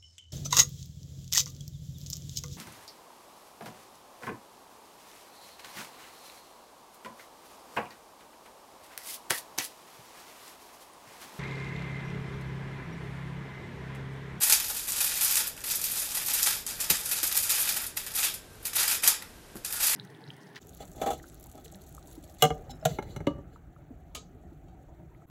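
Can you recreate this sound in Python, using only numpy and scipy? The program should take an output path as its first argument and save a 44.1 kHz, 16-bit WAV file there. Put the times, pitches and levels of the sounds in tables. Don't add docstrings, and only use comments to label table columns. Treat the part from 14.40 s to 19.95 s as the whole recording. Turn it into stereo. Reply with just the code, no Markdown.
import sys
import numpy as np
from scipy import signal
from scipy.io import wavfile

SR = 44100
rng = np.random.default_rng(int(sys.argv[2]) if len(sys.argv) > 2 else 0)


def invert_db(x):
    u = np.asarray(x, float) / 20
    return 10 ** u


def file_out(sig):
    cols = np.atleast_2d(sig).T
    lim = np.clip(cols, -1, 1)
    pcm = np.round(lim * 32767).astype(np.int16)
    wavfile.write(sys.argv[1], SR, pcm)


N = 244755

# t/s, level/dB, fullness/dB (extra weight of the low rings), avalanche length/s
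BIG_CREASES = [(0.031, -14.5, -7.5, 0.011), (0.098, -13, -6, .013), (0.123, -14, -3, 0.013),
               (0.2, -22, -1, .008), (0.243, -23.5, -7, 0.0059), (0.3, -25, -3, 0.0078),
               (0.481, -27.5, -5.5, 0.01), (0.607, -18.5, -4, .017), (0.81, -22, -2, .028),
               (0.91, -21, -3, 0.0099), (0.969, -18, -5, .019), (1.002, -19.5, -4, 0.012),
               (1.07, -27, -7, 0.0089), (1.177, -38, -4, 0.02), (1.241, -28, -0.5, .0093),
               (1.295, -30.5, -10, 0.0098), (1.355, -21.5, -31, .013), (1.442, -24.5, -14, 0.011),
               (1.557, -26, -8.5, 0.045), (1.619, -27.5, -8, 0.022), (1.747, -22, -8, 0.0097),
               (1.772, -18, -3.5, .0077), (1.862, -21.5, -18, 0.015), (1.897, -25, -.5, .019),
               (1.937, -19, -5.5, 0.019), (2.027, -23, -2.5, .014), (2.062, -20.5, 1, .025),
               (2.105, -16.5, -6, 0.008), (2.145, -25, -13, 0.01), (2.266, -29.5, -4.5, 0.015),
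               (2.403, -24.5, -8.5, .021), (2.438, -28.5, 0.5, 0.0095), (2.502, -11.5, -4, 0.007),
               (2.659, -24.5, -6, 0.0087), (2.714, -21, -2.5, 0.01), (2.727, -21.5, -2.5, 0.0082),
               (2.777, -22.5, -5, 0.008), (2.831, -19.5, -2, 0.016), (2.867, -17.5, -34, 0.0092),
               (2.923, -21.5, -7, .0067), (2.948, -23.5, -5, 0.0098), (2.968, -18.5, -5, 0.0083),
               (2.985, -21.5, -4.5, 0.0067), (3.033, -21.5, -14, 0.0078), (3.095, -17, -8.5, .0094),
               (3.149, -22, -6, 0.01), (3.201, -23.5, -6, 0.025), (3.29, -23, -5, 0.012),
               (3.365, -24.5, 4.5, 0.0074), (3.466, -27, -12, 0.00634), (3.571, -18.5, -1.5, 0.0055),
               (3.665, -33, 3.5, .021), (3.754, -27.5, -8, 0.012), (3.83, -22.5, -3.5, 0.02),
               (3.941, -28, -9, 0.0074), (4.253, -26.5, -5, 0.022), (4.332, -28.5, 1, .0094),
               (4.361, -22, -1, 0.0095), (4.383, -21.5, -1, .039), (4.431, -22.5, -4, 0.012),
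               (4.48, -24, -2, 0.017), (4.513, -19.5, -1, .015), (4.635, -21, 7.5, 0.0043),
               (4.676, -15, -4, 0.01), (4.821, -42, 6, .008), (5.156, -42.5, 7.5, 0.017),
               (5.248, -23.5, -5.5, 0.013), (5.326, -27.5, -2, .011), (5.429, -19.5, -6, 0.018),
               (5.468, -16, -21, .0069), (5.495, -28, -21, .005)]


def at_hz(points, hz):
    table_hz, values = np.transpose(points)
    return np.interp(np.log(hz), np.log(table_hz), values)


def rms_one(x):
    return x / np.sqrt(np.mean(x ** 2) + 1e-20)


def ring(clicks, hz, t60):
    decay = invert_db(-60 / (t60 * SR))
    turn = 2 * np.pi * hz / SR
    return signal.lfilter([0, np.sin(turn)], [1, -2 * decay * np.cos(turn), decay ** 2], clicks + 1e-18)


def bands():
    edges = 16 * 2 ** np.arange(0, 10.1, .5)
    return [(np.sqrt(low * high), signal.butter(2, [low, high], "band", fs=SR, output="sos"))
            for low, high in zip(edges, edges[1:])]


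def air():
    # f/Hz, level per Hz/dB
    hiss_spectrum = [(12, -33), (20, 2), (225, -4.5), (349, -7), (447, -6), (775, -11.5), (1580, -16.5),
                     (14300, -23.5)]
    # f/Hz, likeness (1 = the same, 0 = unrelated)
    likeness = [(40, 0.77), (200, 0.31), (1500, 0.3), (5000, 0.23)]
    hiss_db, hum_db = -49.5, -63
    white = rng.standard_normal((2, 2, N))
    hiss = 0
    for k, (hz, sos) in enumerate(bands()):
        mid, side = signal.sosfilt(sos, white[k % 2])
        alike = np.clip(at_hz(likeness, hz), -1, 1)
        both = np.sqrt(1 + alike) * mid + np.sqrt(1 - alike) * side * [[1], [-1]]
        hiss = hiss + invert_db(at_hz(hiss_spectrum, hz)) * both
    hum = ring(rng.standard_normal((2, N)), hz=1575, t60=.06)
    return invert_db(hiss_db) * rms_one(hiss) + invert_db(hum_db) * rms_one(hum)


def kitchen(x, direct_db, scatter_db, scatter_t60, tail_db, alike_hz):
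    # f/Hz, t60/s
    room_decay = [(500, 0.34), (4000, 0.31), (14000, 0.18)]
    t = np.arange(SR // 2) / SR
    noise = rng.standard_normal((2, 2, len(t)))
    scatter = noise[0] * invert_db(-60 * t / scatter_t60)
    tail = sum(signal.sosfilt(sos, noise[1]) * invert_db(-60 * t / at_hz(room_decay, hz)) for hz, sos in bands())
    tail = tail * np.clip(t / 0.009, 0, 1)
    parts = [(scatter_db, scatter), (tail_db, tail)]
    mid, side = sum(invert_db(db) * part / np.linalg.norm(part[0]) for db, part in parts)
    side = signal.sosfilt(signal.butter(1, alike_hz, "high", fs=SR, output="sos"), side)
    path = np.array([mid + side, mid - side]) / np.sqrt(2)
    right_delay = rng.integers(2, 5)
    path[[0, 1], [0, right_delay]] += invert_db(direct_db)
    return signal.oaconvolve(x[None], path, axes=1)[:, :N]


def knocks(contact_s):
    # t/s, strength of the whole push/dB
    landings = [(2.506, -20.5), (2.83, -32), (3.331, -36), (5.155, -27)]
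    # f/Hz, level/dB, t60/s
    worktop_rings = [(111, -15, 0.047), (276, -8, .012), (610, 3, 0.003)]
    force = np.zeros(N)
    t = np.arange(SR // 20) / SR
    for start_s, strength_db in landings:
        rough = rng.standard_normal(len(t)) * np.exp(-t / contact_s)
        force[round(start_s * SR):][:len(t)] += invert_db(strength_db) * rough / np.linalg.norm(rough)
    return sum(invert_db(db) * ring(force, hz, t60) for hz, db, t60 in worktop_rings)


def grips():
    # t/s, length/s, first level/dB, last level/dB,
    # fullness/dB (extra weight of the low rings)
    presses = [(0.022, 0.13, -24, -25.5, -2), (0.172, 0.28, -33, -32.5, -5),
               (0.483, 0.46, -29, -24.5, -5.5), (0.995, 0.085, -29, -37.5, 1), (1.17, 0.062, -43, -43.5, 2),
               (1.264, .46, -31, -33, -4), (1.761, .4, -29.5, -29, -3.5), (2.285, 0.083, -29.5, -38.5, -3),
               (2.402, 0.077, -31.5, -39.5, 0.5), (2.501, 0.11, -30, -34.5, -0.5),
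               (2.646, .42, -35, -30.5, -2), (3.096, .35, -24.5, -33.5, -0.5),
               (3.583, .14, -41.5, -48.5, 3.5), (3.754, 0.11, -27.5, -27, -1.5), (4.232, 0.06, -45, -46, 4),
               (4.354, 0.2, -27, -28.5, 0.5), (4.646, 0.07, -25.5, -32.5, 2.5),
               (5.272, 0.098, -36.5, -32, -2), (5.409, 0.18, -24, -22.5, -1.5)]
    press_db_per_s, ease_db_per_s = 706, 299
    rest_db = -66
    small_per_s, small_db, small_s = 20, 2, 0.012
    t = np.arange(N) / SR
    power, full = np.full(N, invert_db(2 * rest_db)), np.zeros(N)
    for start_s, length, first_db, last_db, full_db in presses:
        end_s = start_s + length
        level_db = np.interp(t, [start_s, end_s], [first_db, last_db])
        level_db -= press_db_per_s * np.clip(start_s - t, 0, 1)
        level_db -= ease_db_per_s * np.clip(t - end_s, 0, 1)
        grip = invert_db(2 * level_db)
        power += grip
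        full += grip * full_db
    after = np.arange(SR // 20) / SR
    starts = (rng.random(N) < small_per_s / SR) * rng.exponential(1, N)
    fade = invert_db(2 * (small_db - 6 * (after / small_s) ** 2))
    small = 1 + signal.oaconvolve(starts, fade)[:N]
    return power * small, full * small


def effort(rise_s):
    power, full = grips()
    t = np.arange(N) / SR
    for start_s, crease_db, crease_full_db, length in BIG_CREASES:
        first = max(round((start_s - 6 * rise_s) * SR), 0)
        span = slice(first, round((start_s + 3 * length) * SR))
        after = t[span] - start_s
        rise_db = 8 * after / rise_s
        fall_db = -6 * (after / length) ** 2
        burst = invert_db(2 * (crease_db + np.where(after < 0, rise_db, fall_db)))
        power[span] += burst
        full[span] += burst * crease_full_db
    return power, full / power


def foil(per_s, busier, spread_db, cycles, colour_db, shift_db, shift_s, packet_db, snap_db):
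    # f/Hz, level/dB
    facet_weights = [(290, -34), (500, 3), (1410, 6.5), (4500, 11), (13400, 12.5), (14200, 12)]
    # f/Hz, level/dB, t60/s
    packet_rings = [(861, -3, 0.068), (1424, -6, 0.11), (1650, -11, 0.032), (1976, 0, 0.027),
                    (2500, -13, 0.055)]
    let_go_s, let_go_db = 4.821, -22
    power, full_db = effort(rise_s=0.0026)
    chance = np.clip(per_s / SR * (power / np.mean(power)) ** busier, 8e-3, .5)
    born = rng.random(N) < chance
    size = rms_one(invert_db(spread_db * np.minimum(rng.exponential(1, N), 4)))
    size = size * np.sqrt(power / chance)
    for start_s, crease_db, _, length in BIG_CREASES:
        snap = round(start_s * SR)
        born[snap] = True
        size[snap] = invert_db(crease_db + snap_db) * np.sqrt(length * SR)
    at = np.flatnonzero(born)
    size = size[at]
    colour = rms_one(invert_db(colour_db * rng.standard_normal(2 * N)))
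    colour = colour * rng.choice([-1, 1], 2 * N)

    def strike(gain, hz, t60):
        shift = np.interp(at / (SR * shift_s), np.arange(1000), rng.standard_normal(1000))
        own_colour = colour[at + rng.integers(N)]
        clicks = np.zeros(N)
        clicks[at] = size * gain * own_colour * invert_db(shift_db * shift)
        return ring(clicks, hz, t60)

    unit = signal.unit_impulse(SR // 10)
    energy, motion = 0, 0
    for hz in np.geomspace(450, 15000, num=24):
        height = invert_db(at_hz(facet_weights, hz))
        t60 = cycles / hz
        energy += np.sum(np.diff(ring(height * unit, hz, t60)) ** 2)
        lowness = np.clip(np.log2(8000 / hz) / 2, 0, 1)
        motion = motion + strike(height * invert_db(full_db[at] * lowness), hz, t60)
    motion = motion / np.sqrt(energy)
    tick = signal.unit_impulse(N, round(let_go_s * SR))
    for hz, level_db, t60 in packet_rings:
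        motion = motion + strike(invert_db(full_db[at] + packet_db + level_db), hz, t60)
        motion = motion + ring(invert_db(let_go_db + level_db) * tick, hz, t60)
    return motion, at


def scene(count=6):
    motion, at = foil(per_s=2200, busier=.4, spread_db=2.0, cycles=4.04, colour_db=7.0, shift_db=4.5,
                      shift_s=.04, packet_db=-26.5, snap_db=-7.5)
    latest = np.maximum(np.searchsorted(at, np.arange(N)) - 1, 0)
    spot = rng.integers(0, count, N)[at][latest]
    room = dict(direct_db=-5.5, scatter_db=-2.5, scatter_t60=.028, tail_db=-4.5, alike_hz=1510)
    crackle = sum(kitchen(motion * (spot == k), **room) for k in range(count))
    crackle = np.diff(crackle, prepend=0)
    crackle = signal.sosfilt(signal.butter(2, 350, "high", fs=SR, output="sos"), crackle)
    crackle = crackle * invert_db(np.array([[-.4], [.4]]))
    thuds = signal.sosfilt(signal.butter(2, 90, "high", fs=SR, output="sos"), knocks(contact_s=0.013))
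    thuds = kitchen(thuds, **{**room, "direct_db": -1.5, "tail_db": -11})
    return crackle + thuds + air()


def roll_off(x):
    return signal.sosfilt(signal.butter(12, 15480, fs=SR, output="sos"), x)


def record(dry):
    top_cut = signal.cheby2(16, 55, 14550, fs=SR, output="sos")
    mix = signal.sosfilt(top_cut, dry)
    return roll_off(mix)


dry = scene()
out = record(dry)
file_out(out)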